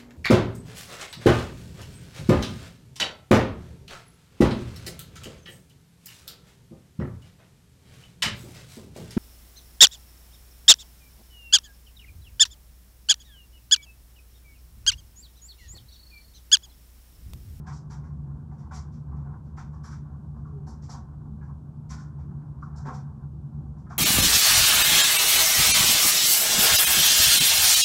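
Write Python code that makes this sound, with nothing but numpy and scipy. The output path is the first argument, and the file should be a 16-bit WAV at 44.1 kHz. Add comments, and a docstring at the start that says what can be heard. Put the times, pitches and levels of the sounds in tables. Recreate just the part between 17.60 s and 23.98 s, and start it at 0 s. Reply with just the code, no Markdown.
"""Clothes dryer in a closet

Behind closed plank doors, falling laundry thumps the steel drum while zips and buttons clatter on it.
The closet's echoes blur every blow. Air and rolling noise rumble in the cabinet, and the motor, blower
and drum roller hum. Cloth rubs the drum, a brief moan falls in pitch, and the microphone hisses."""
import sys
import numpy as np
from scipy import signal
from scipy.fft import rfft, irfft, next_fast_len
from scipy.io import wavfile
from scipy.ndimage import uniform_filter1d

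SR = 44100
rng = np.random.default_rng(int(sys.argv[2]) if len(sys.argv) > 2 else 0)


def dump_mix(stems):
    """Bounce the given channels to the path in sys.argv[1] as a 16-bit WAV at rate SR."""
    frames = np.atleast_2d(stems).T  # one column per channel
    limited = np.clip(frames, -1, 1)  # hard clip at full scale
    pcm = np.round(limited * 32767).astype(np.int16)
    wavfile.write(sys.argv[1], SR, pcm)


N = 281358
T = np.arange(N) / SR
LEAD_S = 0.01006   # clatter starts this long before its listed time, a thump a little less


# The notes at which the steel drum rings, heard through the doors.
# Each row: pitch in Hz, width in Hz, level in dB.
DRUM_NOTES = [(209.3, 7.1, 9.5), (400.8, 19, 2.5), (501, 11, -2.5), (571, 43, -10), (711.4, 18, -2),
              (761, 18, 0), (814, 24, -4.5), (879.6, 51, -3), (947, 19, -1), (973, 28, -5),
              (1040.6, 25, 0.5), (1077.4, 24, -3.5), (1140, 29, -2.5), (1220, 37, -11.5), (1282, 40, -7.5),
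              (1375, 31, -6.5), (1448.6, 26, -6.5), (1537, 43, -7), (1652, 50, -10), (1790, 48, -13.5),
              (2040, 80, -17.5), (2370, 110, -22.5), (2520, 100, -36)]
# The laundry lands. Each row: time in seconds, peak level in dB, centre pitch in Hz,
# spread to either side in octaves, seconds for the echo to fade by 60 dB.
LANDINGS = [(0.072, -39, 1230, 0.46, 0.13), (0.098, -39.5, 1090, 0.46, 0.29),
            (0.306, -43, 1140, 0.65, 0.41), (0.44, -50.5, 1310, 1.1, 0.37), (0.652, -60, 740, 0.13, 0.22),
            (0.916, -44.5, 814, 0.88, 0.3), (1.113, -35, 940, 0.86, 0.23), (1.169, -43, 953, 1.1, 0.27),
            (1.518, -46, 770, 0.59, 0.97), (1.652, -47, 835, 1.1, 0.78), (1.741, -47, 1090, 0.47, 0.1),
            (1.977, -36.5, 1260, 0.54, 0.3), (2.139, -46, 780, 0.92, 0.27),
            (2.243, -42.5, 1330, 0.49, 0.43), (2.33, -44, 1470, 0.24, 0.13),
            (2.451, -54.5, 800, 0.84, 0.65), (2.763, -48, 910, 0.5, 0.27), (2.852, -47.5, 1220, 0.16, 0.33),
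            (3.071, -42, 795, 0.85, 0.46), (3.291, -39.5, 910, 0.56, 0.35), (3.338, -40, 1030, 0.51, 0.37),
            (3.351, -43, 235, 0.13, 0.17), (3.655, -53, 940, 0.35, 0.29), (3.669, -39.5, 228, 0.16, 0.16),
            (3.817, -48, 1110, 0.84, 0.35), (3.891, -47, 1120, 0.21, 0.24), (3.986, -60, 744, 0.29, 0.26),
            (4.306, -40, 1260, 0.57, 0.75), (4.454, -56, 1150, 0.77, 0.079),
            (4.586, -50.5, 744, 0.49, 0.15), (5.028, -35, 1240, 0.17, 0.073),
            (5.066, -46.5, 1190, 0.2, 0.22), (5.258, -32.5, 826, 0.99, 0.48), (5.27, -34, 236, 0.086, 0.22),
            (5.284, -28.5, 830, 0.77, 0.25), (5.498, -53.5, 980, 0.31, 0.25),
            (5.919, -59.5, 770, 0.24, 0.14), (5.987, -54, 673, 0.33, 0.98), (6.268, -50, 1310, 0.36, 0.43),
            (6.307, -34.5, 1050, 0.51, 0.28)]

def laundry_thumps():
    """Each landing rings the drum notes near its centre pitch, and the closet's echo draws it out."""
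    out, length = np.zeros(N + SR), SR // 2
    t = T[:length]
    spots_db = 2.7 * rng.standard_normal((len(LANDINGS), len(DRUM_NOTES)))
    for (time_s, db, centre_hz, spread, fade_s), spot_db in zip(LANDINGS, spots_db):
        strike = 0.89 * swell(t, rise_s=0.0016, fade_s=0.018)
        echo = swell(t, rise_s=0.004, fade_s=fade_s)
        burst = rng.standard_normal(length) * (strike + echo)
        # The size and softness of the piece set its range of pitches.
        edges_hz = centre_hz * 2 ** (np.array([-1, 1]) * np.clip(spread, .1, 2))
        burst = keep_band(burst, edges_hz)
        # Each spot on the drum favours different notes.
        notes = [(hz, width, level + extra) for (hz, width, level), extra in zip(DRUM_NOTES, spot_db)]
        ring = ring_notes(burst, notes)
        start = round((time_s - .8 * LEAD_S) * SR)
        out[start:start + length] += from_db(db) * ring / np.abs(ring).max()
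    return out[:N]


# The tone of the clatter's four layers, from low to high. Each row: pitch in Hz, relative level in dB.
KNOCK_TONE = [(1500, -18), (1900, -1.5), (2400, -8.5), (2700, -11.5), (3100, -38.5)]
CLINK_TONE = [(2400, -30), (2800, -4.5), (3300, 3.5), (3800, 3.5), (4400, -35)]
JINGLE_TONE = [(3300, -39), (3900, -9.5), (4400, -4), (5800, 0), (7400, -5.5), (8300, -14), (9200, -25.5),
               (10500, -39.5)]
TOP_RING_TONE = [(8500, -15.5), (9800, -5), (11000, 1), (11800, -10), (12300, -28), (15000, -33.5)]
# Zips and buttons hit the drum. Each row: time in seconds, level of the jingle at its loudest in dB,
# level of the knock and level of the top ring, both in dB compared with the jingle.
ZIP_HITS = [(0.0705, -59.5, -3.5, -23), (0.128, -57.5, -21, -23), (0.3046, -59, -9.5, -19),
            (0.441, -75.5, -13, -16), (0.9194, -81, -5, -25), (0.9861, -72, -7, -19),
            (1.1183, -61.5, -2, -18), (1.1407, -52, -14, -20), (1.3258, -70.5, -9, -28),
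            (1.5594, -81.5, -2, -22), (1.8494, -81.5, -8, -27), (1.974, -61, -2.5, -27),
            (2.1315, -75.5, -13, -25), (2.241, -57, -12, -16), (2.309, -61.5, -7, -18),
            (2.767, -85, -8, -20), (2.8594, -85, -14, -20), (3.073, -59.5, -26, -17),
            (3.2255, -62, -12.5, -22), (3.299, -51.5, -14, -20), (3.8294, -80, -7.5, -18),
            (4.3, -52, -9.5, -18), (4.385, -62, -13, -24), (4.589, -79.5, 0, -28), (5.0179, -74, -16, -28),
            (5.163, -60, -25, -20), (5.2605, -59.5, -1, -34), (5.334, -59, -10.5, -20),
            (6.1794, -77, -12, -20), (6.3015, -64, -3, -19)]

def zip_clatter():
    """Zips and buttons rattle on steel and echo in the closet; each hit blends four layers its own way."""
    power, t = np.zeros((4, N + SR)), T[:SR // 2]
    fades_s = [0.24, 0.25, 0.22, 0.18]   # knock, clink, jingle, top ring
    shapes = np.array([swell(t, rise_s=0.024, fade_s=fade_s, bend=1.17) for fade_s in fades_s])
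    for time_s, db, knock_db, top_db in ZIP_HITS:
        start = round((time_s - LEAD_S) * SR)
        clink_db = -8.5 + 0.58 * knock_db   # the clink partly follows the knock
        levels = from_db(db + np.array([[knock_db], [clink_db], [0], [top_db]]))
        power[:, start:start + len(t)] += (levels * shapes) ** 2
    grain = from_db(0.82 * wobble(samples=50))   # the tiny contacts are uneven
    tones = (KNOCK_TONE, CLINK_TONE, JINGLE_TONE, TOP_RING_TONE)
    # The steel's countless close notes put ripples in the tone.
    layers = np.array([shaped_noise(tone, ripple_db=2.5) for tone in tones])
    return grain * np.sum(np.sqrt(power[:, :N]) * layers, axis=0)


# The low notes of the cabinet and closet. Each row: pitch in Hz, width in Hz, level in dB.
CABINET_NOTES = [(48.7, 3.6, -13), (67.5, 6, -2.5), (75.03, 5.2, -1), (89.1, 11.1, -12), (106, 7.2, -9.5),
                 (140.84, 3.9, 3), (179.2, 9.3, -11), (199.6, 11.8, -13.5), (217.8, 15.6, -12),
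                 (232.2, 8.45, -11.5), (289.5, 10.8, -20), (327.7, 9.9, -23), (390.7, 67, -32.5),
                 (423.5, 6, -30.5), (469, 5.1, -34.5)]
# The low rumble swells briefly now and then.
# Each row: time in seconds, level of the added rumble in dB compared with the steady one.
RUMBLE_SWELLS = [(0.49, -8.5), (0.69, -1.5), (1.52, 1), (4.64, 2.5), (5.96, 3)]
STEADY_RUMBLE_DB = -40

def cabinet_rumble():
    """Swirling air and rolling noise ring the cabinet; the rumble swells briefly now and then."""
    power, length, rise_s = np.ones(N + SR), SR // 2, 0.024
    for time_s, db in RUMBLE_SWELLS:
        start = round((time_s - rise_s) * SR)
        power[start:start + length] += (from_db(db) * swell(T[:length], rise_s, fade_s=0.86)) ** 2
    noise = keep_band(rng.standard_normal(N + SR), [42, 700], order=4)
    ring = ring_notes(noise, CABINET_NOTES)[SR:]   # skip the first second, while the ringing builds
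    return from_db(STEADY_RUMBLE_DB) * np.sqrt(power[:N]) * unit_level(ring)


ROLLER_TURNS_PER_S = 6.735
# The roller beats once each time it turns. Each row: multiple of its turning rate, level in dB.
ROLLER_TONES = [(7, -62), (9, -59), (10, -54), (11, -48), (12, -57), (13, -53), (14, -60), (15, -61),
                (17, -63), (20, -55), (21, -56), (22, -56)]
# The motor's magnetic hum, then the blower's tone: their pitches in Hz and their levels in dB.
MOTOR_BLOWER_HZ = [120.01, 149.53]
MOTOR_BLOWER_DB = [-53, -44]

def machine_hum():
    """The drum roller, motor and blower run at fixed speeds, so they make steady tones."""
    tones = [(multiple * ROLLER_TURNS_PER_S, db) for multiple, db in ROLLER_TONES]
    tones += zip(MOTOR_BLOWER_HZ, MOTOR_BLOWER_DB)
    phases = rng.uniform(0, 2 * np.pi, len(tones))
    return sum(np.sqrt(2) * from_db(db) * np.sin(2 * np.pi * hz * T + phase)
               for (hz, db), phase in zip(tones, phases))


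# How loudly cloth slides along the drum wall. Each row: time in seconds, level in dB.
SLIDE_LEVELS = [(0.0, -63), (0.85, -66), (1.03, -62), (3.14, -65.5), (3.22, -64), (4.18, -69.5),
                (5.28, -56.5), (5.7, -69), (6.38, -65)]

def sliding_cloth():
    """Cloth rubs the drum unevenly all the time and keeps its middle notes softly ringing."""
    times_s, levels_db = np.transpose(SLIDE_LEVELS)
    rubbing = rng.standard_normal(N) * from_db(2.1 * wobble(samples=500) + 1.7 * wobble(samples=3000))
    dull_ring = keep_band(ring_notes(rubbing, DRUM_NOTES[3:]), [600, 1500])
    return from_db(np.interp(T, times_s, levels_db)) * unit_level(dull_ring)


def falling_moan():
    """A soft, unsteady tone comes and goes once, sliding down in pitch."""
    peak_s, peak_db, peak_hz = 2.97, -51, 411   # at its loudest moment
    drop_hz_per_s, rise_db_per_s, fall_db_per_s = 330, 153, 146
    t = T - peak_s
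    hz = peak_hz - drop_hz_per_s * t + 11.0 * wobble(samples=600)
    phase = 2 * np.pi * np.cumsum(hz) / SR
    level_db = peak_db + np.minimum(rise_db_per_s * t, -fall_db_per_s * t)
    return np.sqrt(2) * from_db(level_db + 1.3 * wobble(samples=600)) * np.sin(phase)


# The tone of the background hiss. Each row: pitch in Hz, relative level in dB.
HISS_TONE = [(200, -20.5), (350, 1), (650, -1.5), (1200, -5.5), (1800, -32.5), (2300, -27.5), (8000, -28.5),
             (10500, -33), (13000, -36), (15200, -40.5)]

def background_hiss():
    """A faint, steady microphone hiss."""
    return from_db(-65) * shaped_noise(HISS_TONE)


def from_db(db):
    """Turn decibels into a number to multiply a sound by."""
    return 10 ** (np.asarray(db) / 20)


def unit_level(x):
    """Scale a signal so that its average level (rms) is 1."""
    return x / np.sqrt(np.mean(x ** 2) + 1e-20)


def wobble(samples):
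    """A random drift, about 1 in size; more samples make it slower."""
    smoothed = uniform_filter1d(rng.standard_normal(N), size=samples)
    return unit_level(uniform_filter1d(smoothed, size=samples))


def swell(t, rise_s, fade_s, bend=1):
    """Rise to 1, then fade by about 60 dB at fade_s; a bend above 1 speeds up the end."""
    rise = (1 - np.exp(-t / rise_s)) ** 1.4
    shape = rise * from_db(-60 * (t / fade_s) ** bend)
    return shape / shape.max()


def keep_band(x, edges_hz, order=2):
    """Keep the pitches between two edges and turn down the rest."""
    return signal.sosfilt(signal.butter(order, edges_hz, "band", fs=SR, output="sos"), x)


def ring_notes(x, notes):
    """Let a sound ring all of an object's notes, every second one flipped; narrow notes ring longer."""
    out = np.zeros(len(x))
    for k, (hz, width_hz, db) in enumerate(notes):
        decay = np.exp(-np.pi * width_hz / SR)
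        feed = (1 - decay ** 2) / 2 * np.array([1, 0, -1])
        feedback = [1, -2 * decay * np.cos(2 * np.pi * hz / SR), decay ** 2]
        out += (-1) ** k * from_db(db) * signal.lfilter(feed, feedback, x)
    return out


def shaped_noise(tone, ripple_db=0, ripple_width_hz=39):
    """Noise at level 1 that follows a tone table, with random ripples in the tone if asked."""
    size = next_fast_len(N)
    hz, level_db = np.transpose(tone)
    bins_hz = np.fft.rfftfreq(size, 1 / SR)
    ripple_bins = round(ripple_width_hz / bins_hz[1])
    ripple = unit_level(uniform_filter1d(rng.standard_normal(len(bins_hz)), size=ripple_bins))
    gain_db = np.interp(np.log(bins_hz + 1), np.log(hz), level_db, left=-150)
    spectrum = rfft(rng.standard_normal(size)) * from_db(gain_db + ripple_db * ripple)
    return unit_level(irfft(spectrum, size)[:N])


def scene():
    """Add all the sounds together in one channel."""
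    machine = machine_hum() + cabinet_rumble()
    laundry = sliding_cloth() + laundry_thumps() + zip_clatter()
    mix = machine + laundry + falling_moan() + background_hiss()
    return mix[None]


def record(dry):
    """Cut away the very highest treble."""
    cutoff_hz = 15500
    return signal.sosfilt(signal.cheby2(20, 70, cutoff_hz, fs=SR, output="sos"), dry)


dry = scene()
out = record(dry)
dump_mix(out)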